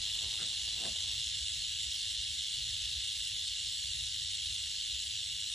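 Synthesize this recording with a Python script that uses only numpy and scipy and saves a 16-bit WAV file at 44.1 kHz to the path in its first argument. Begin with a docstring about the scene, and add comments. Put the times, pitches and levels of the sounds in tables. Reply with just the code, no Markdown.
"""A coiled snake's rattle buzzes close to a hand-held phone: hollow keratin segments knock together,
most at both ends of each tail swing, as random bursts of short rings plus a near-even chain of ticks.
In the first second soft scuffs, gritty noise through resonances, sound over a rustle that fades soon after.
A low far rumble of lumpy noise with chance swells and a faint outdoor hush lie under the buzz."""
import sys
import numpy as np
from scipy import signal
from scipy.fft import rfft, irfft
from scipy.io import wavfile
from scipy.ndimage import uniform_filter1d

SR = 44100
rng = np.random.default_rng(int(sys.argv[2]) if len(sys.argv) > 2 else 0)


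def wav_record(signal):
    """Record a signal, one row per channel, as 16-bit PCM in the file named by sys.argv[1]."""
    frames = np.transpose(np.atleast_2d(signal))
    bounded = np.clip(frames, -1, 1)
    # unit amplitude maps onto the largest positive 16-bit level
    quanta = np.round(bounded * 32767).astype(np.int16)
    wavfile.write(sys.argv[1], SR, quanta)


N = 244314
TIME_S = np.arange(N) / SR
LEFT_RIGHT = np.array([[.5], [-.5]])  # splits a left-right difference in dB
STFT = dict(nperseg=1024, noverlap=768)


def gain_of(db):
    """Decibels to amplitude."""
    return 10 ** (np.asarray(db) / 20)


def evened(x):
    """Scales to rms 1."""
    return x / np.sqrt(np.mean(x ** 2) + 1e-20)


def read(points, hz, order=1):
    """One column of a table, interpolated over log frequency."""
    table = np.transpose(points)
    return np.interp(np.log(hz + 1), np.log(table[0] + 1), table[order])


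def curve(rows):
    """A table over time, interpolated at every sample."""
    return np.interp(TIME_S, *np.transpose(rows))


def bell(centre_s, width_s):
    """Gaussian envelope; width_s is its standard deviation."""
    return np.exp(-.5 * ((TIME_S - centre_s) / width_s) ** 2)


def smooth_noise(samples):
    """White noise under a moving average, rms 1."""
    return evened(uniform_filter1d(rng.standard_normal(N), samples))


def patches(shape, bins, frames):
    """Noise smoothed over frequency and time, rms 1."""
    over_hz = uniform_filter1d(rng.standard_normal(shape), bins, 0)
    return evened(uniform_filter1d(over_hz, frames, 1))


def to_sound(spectra):
    """Inverse short-time transform, cut to length."""
    return signal.istft(spectra, **STFT)[1][:, :N]


def noise_pair(spectrum):
    """Coloured noise on two channels, the right mixed from the left and independent noise."""
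    # Left-right likeness of background noise. Each row: frequency in Hz, likeness 0-1.
    likeness = [(40, .985), (120, .97), (250, .85), (500, .6), (1000, .2), (1600, 1)]
    hz = np.fft.rfftfreq(N, 1 / SR)
    left, other = rfft(rng.standard_normal((2, N)))
    same = np.clip(read(likeness, hz), 0, 1)
    right = same * left + np.sqrt(1 - same ** 2) * other
    return evened(irfft(gain_of(read(spectrum, hz)) * np.array([left, right]), N))


def swing_phases():
    """Phases in radians of the tail swing and of the loose tip, which rocks at its own slower pace."""
    # Tail speed. Each row: time in seconds, swings per second.
    swing = [(0.0, 54.43), (0.4, 54.41), (0.79, 53.69), (1.19, 54.48), (1.58, 54.44), (2.2, 53.58),
             (2.77, 53.51), (3.17, 53.06), (4.75, 52.18), (5.54, 52.5)]
    # Drift of the tip's rocking ahead of its mean pace. Each row: time in seconds, lead in turns.
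    sway_lead = [(0.0, .14), (.9, .04), (1.4, .25), (1.8, .58), (2.6, .55), (3.1, .95), (3.9, 1.03),
                 (4.6, 1.25), (5.54, 1.12)]
    start_turns, rocks_per_swing = .06, .475
    turn = 2 * np.pi * (np.cumsum(curve(swing)) / SR + start_turns)
    sway = rocks_per_swing * turn + 2 * np.pi * curve(sway_lead)
    return turn, sway


def crowding():
    """Knocks crowd at both ends of a swing, harder at one; the tip's rocking beats with the swing."""
    turn, sway = swing_phases()
    ends = .46 * np.cos(2 * turn) + .13 * np.cos(4 * turn + 2.5) + .11 * np.cos(turn - 2.4)
    beating = .2 * np.cos(sway) - .19 * np.cos(2 * turn - sway)
    return np.exp(ends + beating)


def shell_rings(crowd):
    """Random knocks each ring a few shell patches as short decaying sines."""
    # How strongly each shell patch follows the swing. Each row: frequency in Hz, exponent on crowding.
    pull = [(1500, 1.1), (3400, 1.75), (5200, .1), (6300, .1), (8000, .8), (12000, .5)]
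    draws_per_s, excited_share = 26000, .11  # draws at crowding 1; only this share of them rings a patch
    force = gain_of(-0.5 * rng.uniform(-1.7, 1, N))
    draw = rng.random(N)  # shared by all patches
    ring_s = np.arange(300) / SR
    out = np.zeros(N)
    for hz in np.linspace(1200, 12000, 22):
        ring = np.exp(-ring_s * (hz + 3000) / 2.94) * np.sin(2 * np.pi * hz * ring_s)
        train = force * (draw < draws_per_s / SR * crowd ** read(pull, hz))
        patch = rng.uniform(-1, 1, N)
        push = np.sign(patch) * (abs(patch) < excited_share)
        out += signal.oaconvolve(train * push, ring / np.linalg.norm(ring))[:N]
    return evened(out)


def tick_chain(crowd):
    """Hard knocks run down the rattle in a near-even chain, faster where knocks crowd."""
    ticks_per_s, spread_db = 520, 2.2  # rate at crowding 1; spread per unit of an exponential draw
    chain = np.cumsum(ticks_per_s / SR * crowd ** 1.6 * rng.exponential(1, N) ** 2 / 2)
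    ticks = (np.diff(np.floor(chain), prepend=0) > 0) * rng.choice([-1., 1.], N)
    return evened(ticks * gain_of(spread_db * np.minimum(rng.exponential(1, N), 3)))


def knocks():
    """Segment collisions: ringing shell patches plus hard ticks."""
    tick_db = -6  # against the rings
    crowd = crowding()
    return shell_rings(crowd) + gain_of(tick_db) * tick_chain(crowd)


def rattle():
    """Knocks reach two ports with a lag that turns with pitch; the right also hears other segments."""
    # Colour at one port. Each row: frequency in Hz, relative level in dB.
    colour = [(700, -48.5), (1300, -31), (1600, -21.5), (2100, -16), (2450, -16.5), (2850, 0.5),
              (3700, 2.5), (4200, 0.5), (4600, -4.5), (4900, -6), (5250, -5), (6100, -9), (7300, -7),
              (8400, -7.5), (9400, -12.5), (10400, -13), (11000, -14.5), (11500, -18), (11700, -26)]
    # Right port against left. 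Each row: frequency in Hz, lag in half turns, likeness 0-1 before easing.
    port_table = [(1200, .35, .3), (1650, 0, 1), (2050, 0, 1), (2400, .1, .8), (2600, .32, .8),
                  (2900, .28, .9), (3400, .02, .98), (3700, 0, .995), (4130, .02, .97), (4350, .16, .78),
                  (4560, .3, .5), (4730, .9, .8), (4810, 1, 1), (4990, 1, 1), (5150, 2, 1), (6350, 2, 1),
                  (7100, 2.2, .67), (8200, 2.55, .6), (9000, 2.76, .6), (9300, 2.86, .66),
                  (9800, 2.94, .83), (10350, 2.97, .92), (10700, 3, 1)]
    start_db, tiring_db_per_s = -35.95, -0.24  # the rattle weakens as the tail tires
    near = signal.stft(knocks(), **STFT)[2]
    other = signal.stft(knocks(), **STFT)[2]
    hz = np.fft.rfftfreq(1024, 1 / SR)[:, None]
    hz = hz * (1 + .011 * patches(near.shape, 9, 22))  # the hand drifts: the port notch wanders
    unlike = np.sqrt(1 - read(port_table, hz, order=2) ** 2)
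    # the lag wanders where the ports disagree
    lag_rad = np.pi * read(port_table, hz) + 0.18 * unlike * patches(near.shape, 12, 14)
    apart = .9 * unlike  # easing
    right = np.exp(-1j * lag_rad) * (np.sqrt(1 - apart ** 2) * near + apart * other)
    # level varies at random over time and frequency, most in the treble
    vary_db = (0.5 + 2.034 * (hz / 8000) ** 2) * patches(near.shape, 5, 9)
    sound = to_sound(np.array([near, right]) * gain_of(read(colour, hz) + vary_db))
    return gain_of(start_db + tiring_db_per_s * TIME_S) * evened(sound)


def scuffs():
    """Resonant gritty noise under short bell-shaped strokes, over a fading patchy rustle."""
    # Soft scuffs. Each row: centre in seconds, level in dB before resonance weights,
    # bell width in seconds, centre in Hz, left-right difference in dB.
    strokes = [(0.236, -64, 0.0099, 480, -4), (0.416, -53.5, 0.024, 1400, 4.5),
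               (0.419, -58, 0.0099, 480, 2), (0.453, -58, 0.018, 300, 1), (0.682, -55.5, 0.0033, 680, -3),
               (0.81, -59.5, 0.025, 480, 0), (0.848, -54, 0.01, 720, 5), (0.854, -49, 0.0041, 1500, 2),
               (0.869, -49.5, 0.018, 420, -2), (0.883, -60, 0.005, 250, -1), (0.891, -59, 0.0066, 700, .5),
               (0.916, -53.5, 0.01, 230, 5), (0.965, -57.5, 0.0076, 900, 3)]
    # Noise that excites the resonances. Each row: frequency in Hz, relative density in dB per Hz.
    grit_spectrum = [(59, -48), (140, 3), (337, -15.5), (412, -22.5), (725, -11), (1000, -14.5),
                     (1390, -9.5), (2000, -8.5), (2600, -20), (4400, -120)]
    # Scuff resonances. Each row: frequency in Hz, weight in dB.
    hollow = [(2090, 3), (1405, 2), (837, -14), (600, -3.5), (446, -0.5), (276, -2), (170, -6)]
    # Rustle near the microphone. Each row: time in seconds, level in dB before resonance weights.
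    rustle_level = [(0.0, -72.5), (0.35, -63.5), (0.6, -72), (1.05, -69.5), (1.4, -83), (1.8, -110)]
    narrow_db = 14  # loss per squared octave from a scuff's centre
    grit = noise_pair(grit_spectrum)
    grit = grit * gain_of(0.85 * smooth_noise(150))
    rings = []
    for hz, _ in hollow:
        peak = signal.iirpeak(hz, 1.8, SR)
        once = signal.lfilter(*peak, grit)
        rings.append(evened(signal.lfilter(*peak, once)))  # twice: a steeper resonance
    rustle_db = curve(rustle_level) + 2.0 * smooth_noise(1500) + 2.7 * LEFT_RIGHT
    out = gain_of(rustle_db) * (0.94 * rings[2] + 0.5 * rings[3] + 0.76 * rings[4])
    for centre_s, db, width_s, centre_hz, pan_db in strokes:
        stroke = bell(centre_s, width_s) * gain_of(db + pan_db * LEFT_RIGHT)
        for (hz, ring_db), ring in zip(hollow, rings):
            weight_db = ring_db - narrow_db * np.log2(hz / centre_hz) ** 2
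            out += stroke * gain_of(weight_db) * ring
    return out


def rumble():
    """Far low rumble: coloured noise with a lumpy, sagging level and chance swells."""
    # Rumble colour. Each row: frequency in Hz, relative density in dB per Hz.
    low_spectrum = [(12, -39), (20, -32), (40, -5), (65, 0.5), (98, -2.5), (135, -9), (160, -18),
                    (250, -31.5), (320, -58), (550, -120)]
    # Chance swells of the low noise. Each row: centre in seconds, peak in dB, frequency in Hz.
    swell_table = [(0.26, -45, 79.8), (0.86, -50, 90), (1.27, -48, 70.1), (1.43, -44, 68.5),
                   (1.71, -57, 62.5), (1.88, -48, 68.3), (2.2, -45, 62.6), (2.85, -45, 59.8),
                   (2.98, -44.5, 62), (3.21, -56, 60), (3.85, -47, 70.7), (3.989, -49, 67.4),
                   (4.95, -49, 71.2), (5.09, -51, 80)]
    start_db, sag_db_per_s, lumps_db, swell_width_s = -55, -0.45, -2, 0.015
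    lumps = evened(uniform_filter1d(smooth_noise(3000), 3000))
    swells = np.zeros(N)
    for centre_s, db, hz in swell_table:
        wave = np.cos(2 * np.pi * (hz * TIME_S + rng.random()))
        swells += gain_of(db) * bell(centre_s, swell_width_s) * wave
    level_db = start_db + sag_db_per_s * TIME_S + lumps_db * lumps
    return gain_of(level_db) * noise_pair(low_spectrum) + swells


def air():
    """Faint outdoor hush: coloured noise whose level wanders over time and frequency, with lulls."""
    # Hush colour. Each row: frequency in Hz, relative density in dB per Hz.
    hush_spectrum = [(120, -23), (200, 1), (232, 1.5), (459, -11.5), (845, -5), (1140, -9.5), (1300, -10.5),
                     (1690, -35), (2860, -120)]
    level_db = -75.5
    spectra = signal.stft(noise_pair(hush_spectrum), **STFT)[2]
    shape = spectra.shape[1:]
    lulls_db = 4.1 * patches(shape, 2, 8) + 1.9 * patches(shape, 30, 5)
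    return gain_of(level_db) * evened(to_sound(spectra * gain_of(lulls_db)))


def scene():
    """All sources at the two ports."""
    return rattle() + scuffs() + rumble() + air()


def record(dry):
    """The recorder's band limit: a steep linear-phase low-pass."""
    edge_hz = 11690
    low_pass = signal.firwin(1023, edge_hz, window=("kaiser", 10), fs=SR)
    return signal.oaconvolve(dry, low_pass[None], "same")


dry = scene()
out = record(dry)
wav_record(out)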